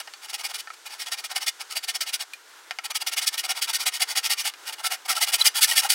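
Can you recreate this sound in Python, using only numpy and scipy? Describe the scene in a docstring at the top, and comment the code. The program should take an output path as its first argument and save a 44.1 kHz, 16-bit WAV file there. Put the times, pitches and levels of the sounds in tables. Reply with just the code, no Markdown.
"""Over faint room noise one hears the tail of a saw stroke and two light taps, then short nibbling strokes
with pauses in a small piece of wood close by, and at last harder strokes in which the blade binds and chirps.
Teeth tear fibres: ticks, snaps, rubbing noise and a whine excite the resonances of blade, block and bench.
In the pauses the teeth tap the cut, a sharp contact with a ringing tone. Chirps are brief gliding tones.
Decaying noise serves as the room's reverberation, and filtered noise as its air and a faint hiss."""
import sys
import numpy as np
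from scipy import signal
from scipy.fft import rfft, irfft
from scipy.io import wavfile
from scipy.ndimage import uniform_filter1d

SR = 44100
rng = np.random.default_rng(int(sys.argv[2]) if len(sys.argv) > 2 else 0)


def inscribe(sig):
    """Save sig as 16-bit PCM at rate SR to the path in sys.argv[1].

    A 1-D sig is mono; a 2-D sig holds one channel per row.
    Samples are clipped to [-1, 1] before scaling.
    """
    pcm = np.round(np.clip(np.atleast_2d(sig).T, -1, 1) * 32767)
    wavfile.write(sys.argv[1], SR, pcm.astype(np.int16))


N = 261954
TIME = np.arange(N) / SR  # s

# spectrum of the workshop air, relative: frequency_hz, level_db
AIR_SPECTRUM = [(18, -76), (30, -37), (233, -25), (303, -9), (437, -4), (616, -8), (1010, 0.5),
                (1160, -2.5), (1390, 3.5), (1500, 2), (2540, -5.5), (2980, -5), (3220, -4.5), (8080, -10),
                (16000, -20.5)]
# spectrum of the air that differs between the ears, relative: frequency_hz, level_db
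SIDE_AIR_SPECTRUM = [(18, -48), (30, -18), (320, -11), (538, -7), (794, -4), (2370, -16), (15000, -21)]
# course of the faint hiss: time_s, level_db
HISS_COURSE = [(0, -55), (0.8, -55.5), (1.65, -55), (2.3, -58), (2.7, -77), (5.94, -53)]

# edges of the knock, growl, rasp and sizzle registers: low_hz, high_hz
REGISTER_EDGES = [(150, 1100), (1100, 2600), (2600, 7000), (7000, 16000)]
REGISTER_FILTERS = [signal.butter(4, edges, "band", fs=SR, output="sos") for edges in REGISTER_EDGES]
# broad spectrum of the cut, relative within each register: frequency_hz, level_db
CUT_SPECTRUM = [(60, -66.5), (250, -45), (400, -35.5), (550, -22.5), (750, -11), (1000, -15.5), (1600, -19),
                (2400, -12), (4500, -7.5), (7000, -12), (9500, -4), (12000, -12), (15500, -10.5)]
# resonances of blade and bench, before their scatter: centre_hz, width_hz (at half the lift), lift_db
BODY_RESONANCES = [(1237, 44, 8.5), (1368, 145, 14.5), (1579, 148, 13.5), (1840, 133, 17.5),
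                   (2159, 318, 15.5), (2462, 104, 9.5), (2914, 313, 12.5), (3200, 71, 4.5), (3413, 254, 9),
                   (3876, 270, 7), (4600, 500, 10), (5300, 550, 8.5), (5520, 110, 5), (5930, 85, 10.5),
                   (6646, 280, 7), (8020, 420, 5.5), (9100, 360, 1.5), (10350, 260, 6.5), (12140, 330, 9)]

# teeth set down on the wood: start_s, level_db (before the common lift in taps()),
# brightness_db (per register), ring_level_db, ring_pitch_hz
TOOTH_TAPS = [(0.074, -25.5, -1.5, -33.5, 1850), (0.137, -29, 2.5, -34, 4470),
              (0.673, -27.5, -4.5, -32, 1340), (0.703, -28, -3, -26.5, 1300), (2.335, -33.5, 9, -27, 2440),
              (2.709, -16, -0.5, -32, 2110), (2.787, -19, 0, -59, 1320), (4.538, -30, 3, -39, 1620)]
# level of each register in a plain tap, from knock to sizzle: level_db
TAP_REGISTER_DB = [-6.5, 0.5, -2.5, -15]
# tones of the blade sticking and slipping in the cut: middle_s, length_s, pitch_hz (halfway),
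# pitch_loss (share of the pitch lost from start to end, negative where it rises), level_db
STICK_SLIP_CHIRPS = [(5.106, .03, 1316, .06, -26.5), (5.177, 0.024, 1334, 0.066, -26),
                     (5.214, 0.016, 850, .02, -32), (5.350, .016, 3070, 0.063, -25),
                     (5.416, 0.015, 3940, 0.018, -12), (5.423, .014, 3450, 0.13, -24),
                     (5.463, .018, 2360, 0.047, -27), (5.476, 0.019, 4940, 0.11, -15),
                     (5.576, 0.013, 4515, 0.01, -27), (5.593, .025, 890, 0.21, -35),
                     (5.632, .02, 3190, 0.22, -27), (5.640, .03, 2156, .2, -25.5),
                     (5.716, .018, 2990, .08, -22), (5.720, 0.016, 1895, 0.085, -24),
                     (5.781, 0.016, 3350, 0.032, -20), (5.782, 0.019, 2120, .05, -22.5),
                     (5.850, .018, 1387, -.04, -29), (5.855, 0.024, 804, -.03, -25)]

# the saw is pushed and its teeth cut; a push that peaks early grabs at once:
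# middle_s, length_s, level_db, knock_db (against the rasp, before the register levels), peak_share (0-1)
PUSH_STROKES = [(0, 0.056, -34, -0.5, 0.38), (0.347, 0.051, -32.5, -8.0, 0.53),
                (0.456, 0.052, -29.5, -11, 0.44), (0.555, 0.051, -32.5, -12.5, 0.49),
                (0.597, 0.048, -35.0, -17, 0.56), (0.87, 0.047, -40, -4, 0.48),
                (1.018, 0.079, -35.0, -12.0, 0.39), (1.133, 0.054, -29.5, -10.0, 0.44),
                (1.254, 0.045, -32.5, -12.5, 0.46), (1.372, 0.052, -28.0, -7.5, 0.43),
                (1.483, 0.054, -24.5, -17.0, 0.45), (1.774, 0.056, -29.5, -11.5, 0.41),
                (1.898, 0.054, -28.0, -13.5, 0.43), (2.026, 0.047, -26, -18, 0.22),
                (2.148, 0.053, -26.5, -19, 0.42), (2.855, 0.044, -32.5, -9.5, 0.47),
                (2.963, 0.046, -25.5, -17, 0.49), (3.084, 0.048, -27.5, -13, 0.29),
                (3.186, 0.054, -25.5, -11.5, 0.38), (3.28, 0.046, -22, -26, 0.46),
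                (3.398, 0.056, -27.5, -22, 0.26), (3.508, 0.065, -28.0, -6.0, 0.47),
                (3.639, 0.061, -25.5, -21.0, 0.3), (3.753, 0.057, -23, -19.5, 0.42),
                (3.878, 0.056, -23.0, -11.5, 0.42), (4.021, 0.061, -23.5, -11, 0.5),
                (4.179, 0.064, -23.5, -12.5, 0.45), (4.321, 0.069, -23.5, -13, 0.44),
                (4.469, 0.085, -28, -11.0, 0.52), (4.735, 0.03, -33, -7, 0.44),
                (4.86, 0.065, -26.5, -7.5, 0.54), (4.932, 0.076, -30.5, -3.5, 0.39),
                (5.113, 0.077, -25.5, -7.5, 0.37), (5.229, 0.066, -22.5, -13.5, 0.53),
                (5.345, 0.064, -23, -13, 0.42), (5.466, 0.066, -19.5, -15, 0.55),
                (5.635, 0.071, -18.0, -23, 0.49), (5.784, 0.077, -20.5, -17, 0.48),
                (5.92, 0.071, -21, -17, 0.33)]
# the saw is drawn back and its teeth drag: middle_s, length_s, level_db, knock_db (as for a push)
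PULL_STROKES = [(0.244, 0.068, -42, -7.5), (0.3, 0.046, -37, -8.5), (0.402, 0.06, -38.0, -5),
                (0.504, 0.048, -37.5, -4.5), (0.741, 0.023, -47, -6), (0.929, 0.1, -43, -3),
                (1.077, 0.052, -35.5, -8.0), (1.192, 0.057, -37.0, -11), (1.314, 0.049, -35.5, -2.0),
                (1.428, 0.061, -33.5, -9), (1.612, 0.046, -35.5, -7.5), (1.719, 0.059, -35, -12.5),
                (1.842, 0.041, -34.0, -14.5), (1.957, 0.047, -30, -13), (2.085, 0.067, -33.5, -10),
                (2.216, 0.059, -32, -8.5), (2.91, 0.032, -33.0, -3.0), (3.017, 0.042, -32.0, -10.0),
                (3.132, 0.044, -29.5, -11), (3.233, 0.06, -30.5, -9), (3.342, 0.058, -33.5, -9.0),
                (3.451, 0.048, -30.5, -6.5), (3.576, 0.07, -34, -6.0), (3.697, 0.059, -29, -7.5),
                (3.814, 0.075, -30, -12.5), (3.952, 0.089, -32.5, -13.5), (4.108, 0.084, -31.5, -10.0),
                (4.257, 0.07, -27.0, -15), (4.4, 0.079, -30, -17), (4.683, 0.078, -36, -6),
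                (4.799, 0.052, -42, 1.5), (5.06, 0.031, -41, 1), (5.171, 0.069, -31, -5),
                (5.286, 0.066, -30, -7), (5.409, 0.072, -29, -7), (5.573, 0.075, -25.5, -12),
                (5.707, 0.11, -27, -11), (5.847, 0.083, -31.5, -2.5)]
# how each register, from knock to sizzle, follows the speed of the hand:
# level_db, lead (on the peak, share of the stroke), steepness (exponent of the speed, at least 1 in use)
PUSH_REGISTERS = [(0, .1, 2), (-7.5, 0.077, 1.16), (0.5, -0.0057, 2), (0.5, 0.0071, 1.96)]
PULL_REGISTERS = [(0, -.03, 1.5), (-8.5, 0.057, 0.98), (0.5, 0.0056, 1.86), (-0.05, -0.023, 2.1)]
# sizzle against the rasp before the register levels, brighter as the work gets brisker: time_s, level_db
SIZZLE_COURSE = [(0, -3.5), (1.2, -5), (2.6, -4), (4.4, -3.5), (5.1, -1.5), (5.9, 0.1)]
# pitch of the block under a push, before its scatter; it shifts with the firmness of the hand's hold:
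# time_s, pitch_hz
BLOCK_PITCH = [(0, 795), (1.1, 780), (1.9, 693), (2.9, 790), (3.6, 805), (4.4, 825), (5.1, 720), (5.3, 786),
               (5.9, 805)]


def undb(db):
    """Logarithmic level: 20 dB is a tenfold amplitude."""
    return 10 ** (np.asarray(db) / 20)


def unit(x):
    """Normalisation to a root-mean-square value of 1."""
    return x / np.sqrt(np.mean(x ** 2))


def add(out, x, start_s):
    """Superposition: mix x into out from start_s on."""
    i = max(int(start_s * SR), 0)
    out[i:i + len(x)] += x[:N - i]


def jitter(count, size):
    """Averaged random fluctuation: a running mean of noise, rescaled to a spread of 1."""
    return np.sqrt(size) * uniform_filter1d(rng.standard_normal(count), size, mode="wrap")


def response(spectrum, peaks=(), size=4096):
    """Minimum phase: the folded cepstrum turns a smooth spectrum with resonances into a causal impulse response."""
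    hz = np.arange(size // 2 + 1) * SR / size
    points_hz, levels_db = np.transpose(spectrum)
    db = np.interp(np.log(hz + 1), np.log(points_hz), levels_db)
    for centre_hz, width_hz, lift_db in peaks:
        db = db + lift_db / (1 + (2 * (hz - centre_hz) / width_hz) ** 2)
    cepstrum = irfft(np.log(undb(db)))
    cepstrum[1:size // 2] *= 2
    cepstrum[size // 2 + 1:] = 0
    return irfft(np.exp(rfft(cepstrum)))


def ring(x, impulse):
    """Linear convolution: pass x through an impulse response scaled to unit energy."""
    return signal.fftconvolve(x, impulse / np.linalg.norm(impulse))


def air(spectrum, level_db, flutter_db=1.4):
    """Filtered noise: steady room air whose level flutters a little."""
    noise = ring(rng.standard_normal(N), response(spectrum))[:N]
    return noise * undb(level_db - flutter_db * jitter(N, size=3000))


def hiss(low_hz=3000, high_hz=8100):
    """Band-limited noise: a faint hiss that sinks during the first half and slowly returns."""
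    band = signal.butter(2, [low_hz, high_hz], "band", fs=SR, output="sos")
    noise = unit(signal.sosfilt(band, rng.standard_normal(N)))
    return noise * undb(np.interp(TIME, *np.transpose(HISS_COURSE)))


def workshop(x, t60_s, dull_hz, build_s=0.00071):
    """Exponential reverberation decay: dense reflections build up quickly and fall 60 dB in t60_s."""
    age = TIME[:SR // 2]
    decay = undb(-60 * age / t60_s) * (1 - np.exp(-age / build_s))
    tail = rng.standard_normal(len(age)) * decay
    lowpass = signal.butter(1, dull_hz, fs=SR, output="sos")
    return ring(x, signal.sosfilt(lowpass, tail))[:N]


def body(force, block_hz=800, detune_hz=35, scatter_db=1.5, block_width_hz=150, block_db=8):
    """Forced resonance: blade, block and bench ring in each register; grip and contact point shift their modes."""
    centre, width, lift = np.transpose(BODY_RESONANCES)
    chance = rng.standard_normal((2, len(centre)))
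    modes = zip(centre + detune_hz * chance[0], width, lift + scatter_db * chance[1])
    impulse = response(CUT_SPECTRUM, [(block_hz, block_width_hz, block_db), *modes], size=2048)
    registers = [ring(f, signal.sosfilt(sos, impulse)) for f, sos in zip(force, REGISTER_FILTERS)]
    return sum(registers)


def taps(tap_db=11.5, settle_s=0.0063, settle=0.11, ring_t60_s=0.041, upper_ratio=1.7, upper_db=-10):
    """Impulsive excitation: a sharp contact, decaying chatter of settling teeth and two ringing blade modes."""
    out = np.zeros(N)
    age = np.arange(4096) / SR
    for start_s, level_db, brightness_db, ring_level_db, ring_hz in TOOTH_TAPS:
        tilt_db = brightness_db * np.arange(-1, len(REGISTER_EDGES) - 1)
        register_db = level_db + np.array(TAP_REGISTER_DB) + tilt_db
        blow = settle * rng.standard_normal(len(age)) * np.exp(-age / settle_s)
        blow[0] = 1  # the contact itself
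        force = np.outer(undb(register_db + tap_db), blow / np.linalg.norm(blow))
        add(out, body(force), start_s)

        swell = 1 - np.exp(-age * ring_hz)  # the ring builds up over about its first cycle
        phase = 2 * np.pi * ring_hz * age
        modes = np.sin(phase) + undb(upper_db) * np.sin(upper_ratio * phase)
        add(out, swell * undb(ring_level_db - 60 * age / ring_t60_s) * modes, start_s)
    return out


def chirps(waver=0.02, octave_db=-20):
    """Stick-slip oscillation: as the blade binds, brief tones with a weak octave glide, mostly downwards."""
    out = np.zeros(N)
    for middle_s, length_s, pitch_hz, pitch_loss, level_db in STICK_SLIP_CHIRPS:
        progress = np.linspace(0, 1, int(length_s * SR))
        glide = 1 - pitch_loss * (progress - .5)
        hz = pitch_hz * glide * (1 + waver * jitter(len(progress), size=60))
        phase = 2 * np.pi * np.cumsum(hz) / SR
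        tone = np.sqrt(2) * (np.sin(phase) + undb(octave_db) * np.sin(2 * phase))
        swell = np.sin(np.pi * progress) ** 2
        add(out, undb(level_db) * swell * tone, middle_s - length_s / 2)
    return out


def hump(t, start, top, end):
    """Reciprocating motion: the hand's speed rises from rest to 1 at the top and falls to rest again."""
    return np.sin(np.pi * np.interp(t, [start, top, end], [0, .5, 1])).clip(0)


def whine(speed, whine_hz=2400, spread=0.27, glide=0.4, waver=0.038, overtone=0.25):
    """Incipient stick-slip: a rough tone rises and falls with speed, at a new pitch every stroke."""
    stroke_hz = whine_hz * np.exp(spread * np.clip(rng.standard_normal(), -2, 2))
    hz = stroke_hz * speed ** glide * (1 + waver * jitter(len(speed), size=25))
    phase = 2 * np.pi * np.cumsum(hz) / SR
    return np.sin(phase) + overtone * np.sin(2 * phase)


def teeth(speed, tooth_hz=1900, uneven=.2, bite_db=1.0, fibres_per_s=3500, fibre_db=3.5, fibre_share=1.0,
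          rub=0.97, whine_share=0.17, judder_db=1.96):
    """Tooth-passing excitation: ticks, snapping fibres, rubbing flanks and a whine, all juddering together."""
    n = len(speed)
    # the offset keeps a few teeth passing near rest
    tooth_rate_hz = tooth_hz * (speed + .1) * np.exp(uneven * jitter(n, size=30))
    passed = np.cumsum(tooth_rate_hz) / SR
    tick_size, snap_size = rng.standard_normal((2, n)).clip(-2, 2)
    ticks = np.diff(np.floor(passed), prepend=0) * undb(bite_db * tick_size)
    snaps = (rng.random(n) < fibres_per_s / SR) * rng.choice([-1, 1], n) * undb(fibre_db * snap_size)
    rubbing = rub * rng.standard_normal(n)
    force = unit(ticks) + fibre_share * unit(snaps) + rubbing + whine_share * whine(speed)
    return unit(force * undb(judder_db * jitter(n, size=240).clip(-2, 2)))


def stroke(middle_s, length_s, level_db, knock_db, peak_share, registers, block_ratio=1,
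           block_scatter=0.055, usual_knock_db=-9.5, growl_db_per_db=0.38):
    """Speed-dependent force: the cut grows with speed, each register swelling and fading on its own slope."""
    start, end = middle_s - length_s / 2, middle_s + length_s / 2
    t = TIME[(TIME > start) & (TIME < end)]
    # a stroke that knocks more than usual also growls more
    growl_db = growl_db_per_db * (knock_db - usual_knock_db)
    sizzle_db = np.interp(middle_s, *np.transpose(SIZZLE_COURSE))
    swells = []
    for colour_db, (register_db, lead, steepness) in zip([knock_db, growl_db, 0, sizzle_db], registers):
        top = start + np.clip(peak_share - lead, .15, .85) * length_s
        swell = hump(t, start, top, end) ** max(steepness, 1)
        swells.append(undb(level_db + colour_db + register_db) * swell)
    speed = hump(t, start, start + peak_share * length_s, end)
    block_hz = block_ratio * np.interp(middle_s, *np.transpose(BLOCK_PITCH))
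    block_hz *= np.exp(block_scatter * rng.standard_normal())  # varies from stroke to stroke
    return body(np.array(swells) * teeth(speed), block_hz)


def strokes(pull_peak_share=.51, pull_block_ratio=1.1):
    """Reciprocating cutting: pushes, and pulls that peak about halfway and ring the block higher."""
    out = np.zeros(N)
    for middle_s, length_s, level_db, knock_db, peak_share in PUSH_STROKES:
        push = stroke(middle_s, length_s, level_db, knock_db, peak_share, PUSH_REGISTERS)
        add(out, push, middle_s - length_s / 2)
    for middle_s, length_s, level_db, knock_db in PULL_STROKES:
        pull = stroke(middle_s, length_s, level_db, knock_db, pull_peak_share, PULL_REGISTERS, pull_block_ratio)
        add(out, pull, middle_s - length_s / 2)
    return out


def scene(room_db=-24, side_room_db=-25, air_db=-50.5, side_air_db=-77, left_db=.16):
    """Sum and difference stereo: the saw is common to both ears; near reflections and some air differ."""
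    saw = strokes() + taps() + chirps()
    room = undb(room_db) * workshop(saw, t60_s=0.2, dull_hz=4430)
    mid = saw + room + air(AIR_SPECTRUM, air_db) + hiss()
    near = workshop(saw, t60_s=0.0057, dull_hz=14700)
    # short waves differ more between the ears than long ones
    near = signal.lfilter([1, -.5], 1, near)
    side = undb(side_room_db) * near + air(SIDE_AIR_SPECTRUM, side_air_db)
    # the left is slightly raised and the right lowered as much
    return np.array([(mid + side) * undb(left_db), (mid - side) * undb(-left_db)])


def record(dry, ceiling=.95, top_hz=15900):
    """Saturation and band limiting: the recorder rounds the very highest peaks and cuts the top."""
    rounded = dry / (1 + (dry / ceiling) ** 6) ** (1 / 6)
    lowpass = signal.ellip(10, .1, 80, top_hz, fs=SR, output="sos")
    return signal.sosfilt(lowpass, rounded)


dry = scene()
out = record(dry)
inscribe(out)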